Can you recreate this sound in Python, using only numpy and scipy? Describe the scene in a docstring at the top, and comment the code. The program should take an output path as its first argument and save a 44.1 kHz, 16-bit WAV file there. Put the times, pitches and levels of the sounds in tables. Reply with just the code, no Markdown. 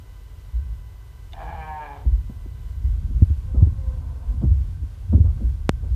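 """Inside a wooden barn: shaped-noise air and hiss, thin sine whines up to 2.95 s, and the rumble of a hand-held microphone.
Soft bumps rock the housing as short sinking sines; at 1.3 s a double tick of ringing modes leads into a near sheep.
Its bleat, fold pulses ringing throat resonances, is hoarse at both ends and clear in the middle.
From 2 s fingers scuff the housing in noise bursts with hollow knocks; at 3.4 s a far sheep answers faintly.
One sharp pop, a shaped click, hits the microphone at 5.7 s."""
import sys
import numpy as np
from scipy import signal
from scipy.fft import rfft, irfft
from scipy.io import wavfile
from scipy.ndimage import uniform_filter1d

SR = 44100
rng = np.random.default_rng(int(sys.argv[2]) if len(sys.argv) > 2 else 0)


def inscribe(sig):
    """Save sig as 16-bit PCM at rate SR to the path in sys.argv[1].

    A 1-D sig is mono; a 2-D sig holds one channel per row.
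    Samples are clipped to [-1, 1] before scaling.
    """
    pcm = np.round(np.clip(np.atleast_2d(sig).T, -1, 1) * 32767)
    wavfile.write(sys.argv[1], SR, pcm.astype(np.int16))


N = 262395
TIME = np.arange(N) / SR

# soft bumps on the housing: t/s of the swell's peak, peak level/dB, f/Hz that the pitch sinks to
THUMPS = [(0.557, -17.5, 59.6), (.61, -22, 63.4), (.67, -23.5, 56), (2.078, -9.5, 59.4),
          (2.135, -9.5, 56.3), (2.188, -18, 62.2), (2.857, -14.5, 60), (2.9, -16.5, 48.4),
          (3.156, -17, 58.6), (3.229, -1, 77.5), (3.312, -13, 75.5), (3.535, -18.5, 54.8),
          (3.586, -7, 55.2), (3.631, -0.5, 78.2), (3.678, -10, 72), (3.892, -17, 56.5),
          (4.289, -16.5, 51.55), (4.355, -19, 61.9), (4.45, -13, 104), (4.48, -8.5, 72.7),
          (4.503, -13.5, 65.7), (4.526, -8.5, 75), (4.592, -20.5, 58.7), (4.83, -20, 63),
          (5.109, -12.5, 71.5), (5.155, -4, 76.3), (5.211, -3, 75), (5.256, -11, 80), (5.293, -15, 68.6),
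          (5.328, -12.5, 60.3), (5.454, -9, 55.7), (5.512, -18, 65), (5.93, -17, 57.7)]
# scuffs of the grip: t/s of the peak, level/dB, rise/s, decay/s, brightness/(dB per octave, 230-1300 Hz)
SCUFFS = [(2.058, -40.5, .022, 0.032, -3), (2.298, -38, 0.0044, 0.01, -2.5), (2.46, -43, 0.005, 0.011, -2),
          (2.843, -48.5, .012, .015, -2), (3.03, -50, 0.0068, .014, -13.5), (3.11, -44, 0.016, .02, -14),
          (3.2, -47, .008, .006, -4), (3.222, -25.5, .004, 0.0075, -8), (3.304, -41, .003, 0.0082, -7),
          (3.547, -36.5, .004, 0.059, -1), (3.608, -38.5, 0.011, .012, -1.5),
          (3.626, -31, 0.0049, 0.015, -2.5), (3.673, -33, 0.0051, 0.0091, -4.5),
          (4.345, -44.5, 0.02, .06, -20), (4.429, -32.5, .022, 0.034, -.5), (4.438, -26, .006, 0.017, -16),
          (4.834, -41.5, 0.0041, 0.0085, -8), (5.138, -21.5, .019, 0.02, -4.5),
          (5.18, -27, 0.0078, 0.026, -6), (5.248, -43.5, 0.017, 0.046, 5.5), (5.394, -50, 0.034, 0.01, 8),
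          (5.417, -35, 0.025, 0.042, -5.5), (5.85, -47, 0.045, 0.044, 2.5)]


def amp(db):
    """Decibels to gain."""
    return 10 ** (np.asarray(db) / 20)


def unit(x):
    """Scales to rms 1."""
    return x / np.sqrt(np.mean(x ** 2) + 1e-20)


def read(points, hz):
    """Reads a spectrum table on a log-frequency axis."""
    f, value = np.transpose(points)
    return np.interp(np.log(hz + 1), np.log(f + 1), value)


def follow(rows, t):
    """Reads every column of a curve table at the times t."""
    s, *columns = np.transpose(rows)
    return [np.interp(t, s, c) for c in columns]


def add(mix, s, sound):
    """Mixes a sound in at time s."""
    part = mix[max(round(s * SR), 0):][:len(sound)]
    part += sound[:len(part)]


def noise(colour):
    """Noise of rms 1 with the given spectrum."""
    spectrum = rfft(rng.standard_normal(N))
    return unit(irfft(spectrum * amp(read(colour, np.fft.rfftfreq(N, 1 / SR))), N))


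def wander(rate_hz, t=TIME):
    """A random drift of rms 1 over the times t, with two straight segments per cycle of the rate."""
    knots = rng.standard_normal(4096)
    return unit(np.interp((t - t[0]) * 2 * rate_hz, np.arange(len(knots)), knots))


def resonate(x, hz, width):
    """A steep resonance that follows the curve hz: shift down to zero, smooth twice, shift back."""
    turn = np.exp(2j * np.pi * np.cumsum(hz * np.ones(len(x))) / SR)
    r = np.exp(-np.pi * width / SR)
    smooth = signal.lfilter([(1 - r) ** 2], [1, -2 * r, r * r], x / turn + 1e-18)
    return 2 * (turn * smooth).real


def background():
    """Quiet barn air and hiss with faint drones: shaped noise and noise-fed resonances; sine whines switch off."""
    # air spectrum: f/Hz, relative level/dB per Hz
    air_colour = [(150, -21.5), (250, -4.5), (375, -4), (437, -4.5), (655, -9), (1020, -9), (1550, -14.5),
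                  (1690, -17.5), (2030, -13.5), (2250, -17), (3050, -16.5), (4730, -20), (14200, -25.5)]
    # faint droning resonances in the air: f/Hz, width/Hz, rms level/dB
    drones = [(1040, 230, -75), (1540, 85, -71.5)]
    # electrical whine: f/Hz, rms level/dB
    whines = [(1000, -70), (2000, -72), (3000, -76), (4000, -82), (13000, -77.5), (14000, -79.5)]
    whine_ends_s, fade_s = 2.95, 0.026
    whine = sum(amp(db) * np.sqrt(2) * np.sin(2 * np.pi * hz * TIME) for hz, db in whines)
    air = amp(-58.5 + 0.63 * wander(7.2)) * noise(air_colour)
    drone = sum(amp(db) * unit(resonate(rng.standard_normal(N), hz, width)) for hz, width, db in drones)
    return air + drone + whine * np.clip((whine_ends_s - TIME) / fade_s, 0, 1)


def rumble(rub_db=-19, rub_growth=1.237, onset_s=0.038):
    """The moving hand shakes the housing without pause, more around each bump, and rubs it more as unrest grows."""
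    # slow unrest of the hand: t/s, level/dB before the hand gain
    hand = [(0.0, -44), (0.48, -42.5), (0.6, -41), (0.72, -38), (0.82, -41), (1.09, -44.5), (1.52, -37),
            (1.87, -45.5), (2.29, -37), (2.55, -37), (3.08, -27), (3.33, -32.5), (3.69, -31), (4.06, -32),
            (4.25, -36.5), (4.51, -24.5), (4.92, -41.5), (5.09, -32.5), (5.32, -27), (5.45, -32.5),
            (5.95, -29)]
    # spectrum of the shaking: f/Hz, relative level/dB per Hz
    shake_colour = [(12, -34.5), (20, -18), (42, 1), (65, 1), (116, -11.5), (184, -30.5), (300, -42),
                    (400, -52), (520, -75.5), (880, -120)]
    # skin on the housing: f/Hz, relative level/dB per Hz
    rub_colour = [(60, -43.5), (130, 2), (175, -1.5), (240, -10.5), (400, -24.5), (900, -62.5)]
    hand_gain_db, bass_cut_hz = 4.5, 35.4
    # shake around a 0 dB bump, how far it follows the bump's dB, its decay
    aftershake_db, aftershake_share, aftershake_s = -24, 0.27, 0.076
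    power = amp(follow(hand, TIME)[0] + hand_gain_db) ** 2
    for s, db, _ in THUMPS:
        dying = np.exp(-np.maximum((s - TIME) / onset_s, (TIME - s) / aftershake_s).clip(max=20))
        power = power + (amp(aftershake_db + aftershake_share * db) * dying) ** 2
    unrest_db = 10 * np.log10(power)
    shake = noise(shake_colour)
    # level the shake's own swings so that the unrest alone sets its loudness
    shake = shake / np.sqrt(uniform_filter1d(uniform_filter1d(shake ** 2, size=3000), size=3000))
    rub = amp(rub_db + rub_growth * unrest_db + 2 * wander(25)) * noise(rub_colour)
    # the microphone passes little of the deepest rumble
    bass_cut = signal.butter(6, bass_cut_hz, "high", fs=SR, output="sos")
    return signal.sosfilt(bass_cut, amp(unrest_db) * shake + rub)


def thumps(glide=0.93, settle=0.0052, swell=2.3):
    """Each bump swells, more slowly when soft, and rocks a few times, sinking in pitch."""
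    # a 0 dB bump peaks within this many cycles; softer ones take longer
    swell_cycles, soft_slowing = 0.788, 0.3533
    t, out = np.arange(SR // 4) / SR, np.zeros(N)
    for s, db, hz in THUMPS:
        rise = swell_cycles / hz * amp(-soft_slowing * db)
        turns = hz * (t + glide * settle * (1 - np.exp(-t / settle)))
        push = (t / rise * np.exp(1 - t / rise)) ** swell
        add(out, s - rise, amp(db) * push * np.sin(2 * np.pi * turns))
    return out


def barn(x):
    """Sparse reflections from boards and roof, the treble dying first."""
    # reverberation of the barn: f/Hz, t60/s
    decay_times = [(200, 0.6), (850, 0.28), (2000, 0.24), (10000, 0.15)]
    struck = rng.random(SR) < 2500 / SR  # about 2500 reflections a second
    taps = rng.standard_normal(SR) * struck * (np.arange(SR) > .006 * SR)
    hz, t, z = signal.stft(taps, SR, nperseg=256)
    fading = amp(-60 * t / read(decay_times, hz)[:, None])
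    tail = signal.istft(z * fading, SR, nperseg=256)[1]
    return signal.fftconvolve(x, tail / np.linalg.norm(tail))[:N]


def ticks():
    """Something small and hard taps twice in the pen, its modes ringing briefly."""
    # taps: t/s of the onset, direct peak level/dB
    taps = [(1.323, -43), (1.333, -30.5)]
    # ringing modes: f/Hz, relative level/dB, t60/s
    modes = [(2190, -5, 0.012), (2920, -1.5, 0.012), (3570, 2.5, 0.012), (4350, -14, 0.015),
             (6300, -17, 0.012)]
    t, out = np.arange(SR // 8) / SR, np.zeros(N)
    ring = sum(amp(db - 60 * t / t60) * np.sin(2 * np.pi * hz * t) for hz, db, t60 in modes)
    ring = ring * (1 - np.exp(-t / 0.00037))
    for s, db in taps:
        add(out, s, amp(db) * ring / abs(ring).max())
    return out + amp(-28) * barn(out)


def gesture(pitch, *curves):
    """The controls of one call over time: pitch, level, roughness, mouth opening and brightness."""
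    t = np.arange(pitch[0][0], pitch[-1][0], 1 / SR)
    return t, *(follow(curve, t)[0] for curve in (pitch, *curves))


def bleat(controls, throat, jitter, quaver, rasp, doubling, flutter_db, wobble, low_hz, nose_db):
    """Pulses of the vocal folds, uneven, alternately strong and weak, and noisy when hoarse, ring the throat."""
    (t, hz, level_db, rough, mouth, bright_db), out = controls, np.zeros(N)
    unsteady = jitter * wander(70, t) + quaver * wander(9.04, t)
    turns = np.cumsum(hz * (1 + rough * unsteady)) / SR
    folds = unit(sum(np.cos(2 * np.pi * k * turns) for k in np.arange(1, 31)))
    folds = folds * (1 + doubling * rough * np.cos(np.pi * turns))
    # air escapes in a puff at each opening of the folds
    puffs = unit(np.exp(-(turns % 1) / 0.89) * rng.standard_normal(N)[:len(t)])
    drive = (1 - rough) * folds + rasp * rough * puffs
    voice = 0
    for k, (f, width, db) in enumerate(throat):
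        # the mouth moves the three lowest resonances; a hoarse throat makes each one tremble on its own
        centre = f * (mouth if k < 3 else 1) * (1 + wobble * rough * wander(25, t))
        tilt_db = bright_db * np.log2(min(f, 2300) / 800)
        gain = amp(db + tilt_db + flutter_db * rough * wander(30.1, t))
        voice = voice + gain * resonate(drive, centre, width)
    # the mouth radiates little below its first resonance; a weak husk comes through the nose
    voice = signal.sosfilt(signal.butter(6, low_hz, "high", fs=SR, output="sos"), voice)
    voice = voice + amp(nose_db) * resonate(drive + puffs, 483, 530)
    # level the voice so that the effort curve alone sets its loudness
    voice = voice / np.sqrt(abs(uniform_filter1d(voice ** 2, size=1400)) + 1e-9)
    effort = amp(level_db + flutter_db * rough * wander(44.1, t))
    add(out, t[0], voice * effort * signal.windows.tukey(len(t), .03))
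    return out


def chest(controls, jitter=0.01):
    """The lowest harmonics hum through chest and nose, clean even where the throat is hoarse, and grow with time."""
    # first four harmonics of the hum: rms level/dB at mid-call, before the mix
    harmonics_db = [-54.5, -61.5, -62.5, -59.5]
    growth_db_per_s, fade_s = 7.5, 0.059
    (t, hz, *_), out = controls, np.zeros(N)
    turns = np.cumsum(hz * (1 + jitter * wander(30.4, t))) / SR
    hum = sum(amp(db) * np.sqrt(2) * np.sin(2 * np.pi * (k + 1) * turns) for k, db in enumerate(harmonics_db))
    held = np.clip(np.minimum(t - t[0], t[-1] - t) / fade_s, 0, 1)
    add(out, t[0], hum * held * amp(growth_db_per_s * (t - t.mean())))
    return out


def mouth_rasp(controls):
    """Air hisses out of the open mouth in time with the folds, more when the voice is hoarse."""
    # air over tongue and teeth: f/Hz, relative level/dB per Hz
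    rasp_colour = [(1200, -34), (2500, -14), (2950, 0), (3300, -1), (3700, -4), (4400, -13), (7000, -19),
                   (12000, -36)]
    rasp_db, rasp_share = -41, 0.49  # level at 0 dB effort, and how far it follows the effort's dB
    (t, hz, level_db, rough, *_), out = controls, np.zeros(N)
    phase = np.cumsum(hz) / SR % 1
    puffs = unit(np.exp(-2 * phase) * noise(rasp_colour)[:len(t)])
    loudness = np.sqrt(rough) * amp(rasp_db + rasp_share * level_db)
    add(out, t[0], puffs * loudness * signal.windows.tukey(len(t), .1))
    return out


def sheep(nose_db=-25.5, far_nose_db=-25):
    """The near animal's fold-driven call and the far one's answer, heard more through the barn than direct."""
    # throat resonances of each animal: f/Hz, width/Hz, relative level/dB
    near_throat, far_throat = [(801.4, 147, -4.5), (885.5, 137, -9.5), (1040, 80, -14), (1380, 130, -24),
                               (1656, 162, -15.5), (2320, 185, -22.5), (2930, 420, -34.5),
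                               (3730, 1100, -49.5)], [(517, 200, 3), (775, 160, 2.5), (1060, 300, 3),
                                               (1360, 250, -12)]
    # pitch of each bleat: t/s, f/Hz
    near_pitch, far_pitch = [(1.325, 148.8), (1.372, 150.6), (1.396, 158.9), (1.456, 157.4), (1.478, 166.6),
                             (1.536, 164.7), (1.562, 158.9), (1.774, 152.7), (1.864, 146.6), (1.885, 143.5),
                             (1.94, 142.4), (1.97, 137.8), (2.03, 134.5)], [(3.41, 268), (3.45, 260), (3.51, 242.7), (3.56, 266.5),
                                                 (3.73, 267.1), (3.82, 262.1), (3.9, 256.4), (3.97, 256.1),
                                                 (4.13, 263.3), (4.4, 249.6)]
    # effort of each bleat, the near one in uneven pushes: t/s, level/dB before the mix
    near_level, far_level = [(1.325, -53), (1.342, -42), (1.362, -46.5), (1.402, -32.5), (1.435, -39),
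                             (1.462, -38), (1.485, -34.5), (1.54, -37), (1.606, -35), (1.645, -34),
                             (1.775, -32.5), (1.815, -36.5), (1.864, -38), (1.915, -39.5), (1.948, -44),
                             (1.97, -38.5), (2.0, -49.5), (2.03, -55)], [(3.409, -58), (3.452, -51.5), (3.51, -66), (3.56, -57),
                                                 (3.68, -58), (3.79, -51.5), (3.9, -53), (3.97, -57.5),
                                                 (4.15, -60), (4.27, -59.5), (4.4, -63)]
    # hoarseness: t/s, roughness/(0-1)
    near_rough, far_rough = [(1.33, .7), (1.37, .5), (1.4, .27), (1.445, .55), (1.485, .22), (1.53, .33),
                             (1.572, .06), (1.81, .05), (1.84, .1), (1.875, .35), (1.92, .16), (1.97, .55),
                             (2.03, .9)], [(3.41, .18), (3.52, .3), (3.62, .22), (3.76, .12),
                                                 (3.84, .17), (3.91, .2), (4, .7), (4.4, .8)]
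    # mouth opening: t/s, factor on the three lowest throat resonances
    near_mouth, far_mouth = [(1.33, 0.92), (1.46, 0.98), (1.57, 0.98), (1.61, 1.09), (1.66, 1.01),
                             (1.78, 1.007), (1.83, 1.057), (1.92, 1.035), (2.0, 0.99)], [(3.41, 1.01), (3.88, 0.89), (4.4, 0.94)]
    # brightness: t/s, tilt/(dB per octave on the throat resonances)
    near_bright, far_bright = [(1.35, 1.5), (1.41, -3.5), (1.5, 0), (1.62, 2), (1.7, -1.5), (1.785, -4.5),
                               (1.825, 4), (1.9, .5), (1.97, 0), (2.03, -6)], [(3.41, 7.5), (3.5, -2), (3.68, 6), (3.79, -9),
                                                    (3.9, -0.5), (4.4, 2)]
    call = gesture(near_pitch, near_level, near_rough, near_mouth, near_bright)
    answer = gesture(far_pitch, far_level, far_rough, far_mouth, far_bright)
    near = bleat(call, near_throat, jitter=.065, quaver=.02, rasp=1.0, doubling=1.2,
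                 flutter_db=3, wobble=.05, low_hz=660, nose_db=nose_db)
    near = near + chest(call) + mouth_rasp(call)
    far = bleat(answer, far_throat, jitter=.06, quaver=.05, rasp=2.8, doubling=.8,
                flutter_db=4, wobble=.06, low_hz=440, nose_db=far_nose_db)
    far = far + amp(-4) * chest(answer, jitter=0.04015)
    direct = amp(-2.5) * near + amp(-8.5) * far
    return direct + barn(amp(-7.5) * near + amp(-6.5) * far)


def scuffs(size=16384):
    """Fingers slip on the housing: noise bursts that swell and die away, some dull and some bright."""
    # spectrum of a slip before its brightness: f/Hz, relative level/dB per Hz
    slip_colour = [(60, -27.5), (140, -10), (230, 3), (330, -5), (560, -13), (800, -22), (1250, -28.5),
                   (1900, -54), (5000, -73)]
    t, hz, out = np.arange(size) / SR, np.fft.rfftfreq(size, 1 / SR), np.zeros(N)
    grain = amp(1.2 * wander(50))
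    for s, db, rise, decay, tilt_db in SCUFFS:
        colour = amp(read(slip_colour, hz) + tilt_db * np.log2(np.clip(hz, 230, 1300)))
        slip = irfft(rfft(rng.standard_normal(size)) * colour)
        slip = slip / np.sqrt(uniform_filter1d(uniform_filter1d(slip ** 2, size=600), size=600))
        swelling = np.sin(np.pi / 2 * np.minimum(t / rise, 1)) ** 2
        pressure = swelling * np.exp(-np.maximum(t - rise, 0) / decay)
        add(out, s - rise, amp(db) * pressure * slip)
    return out * grain


def knocks(attack=0.0016, lead_s=0.00083):
    """In each scuff the finger lands: the housing gives a hollow ring, strongest when the touch is hard and sudden."""
    ring_hz, t60_s = 205, 0.032
    pitch_spread = .14  # largest random shift of the pitch with the grip, as a share
    # gain of the ring, its dB per dB of scuff, and the slowness of touch that damps it
    gain_db, growth, damping_rise_s = 21.5, 1.127, 0.066
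    t, out = np.arange(SR // 6) / SR, np.zeros(N)
    dying = amp(-60 * t / t60_s) * (1 - np.exp(-t / attack)) ** 2
    for (s, db, rise, _, _), grip in zip(SCUFFS, rng.uniform(-1, 1, len(SCUFFS))):
        ring = dying * np.sin(2 * np.pi * ring_hz * (1 + pitch_spread * grip) * t)
        add(out, s - lead_s, amp(gain_db + growth * db) * np.exp(-rise / damping_rise_s) * ring)
    return out


def pop(size=4096):
    """One abrupt pressure step on the microphone: a minimum-phase click, its energy packed at the onset."""
    # the sharp pop: t/s of the onset, peak level/dB
    onset_s, peak_db = (5.6932, -0.95)
    # its spectrum: f/Hz, relative level/dB
    pop_colour = [(30, -25), (90, 7), (200, 6.5), (400, 0.5), (1000, -8.5), (2600, -17.5), (5000, -25),
                  (10000, -34), (14000, -44)]
    log_gain = np.log(amp(read(pop_colour, abs(np.fft.fftfreq(size, 1 / SR)))))
    # the phase follows from the log gain
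    click = np.fft.ifft(np.exp(np.conj(signal.hilbert(log_gain)))).real[:size // 2]
    out = np.zeros(N)
    add(out, onset_s, -amp(peak_db) * click / abs(click).max())
    return out


def scene():
    """The barn and the handling noise at one microphone."""
    barn_sounds = background() + ticks() + sheep()
    handling = rumble() + thumps() + scuffs() + knocks() + pop()
    return (barn_sounds + handling)[None]


def record(dry):
    """The recorder's band limit: a steep low-pass."""
    edge_hz = 14300
    band_limit = signal.firwin(511, edge_hz, window=("kaiser", 9), fs=SR)
    return signal.oaconvolve(dry, band_limit[None], "same")


dry = scene()
out = record(dry)
inscribe(out)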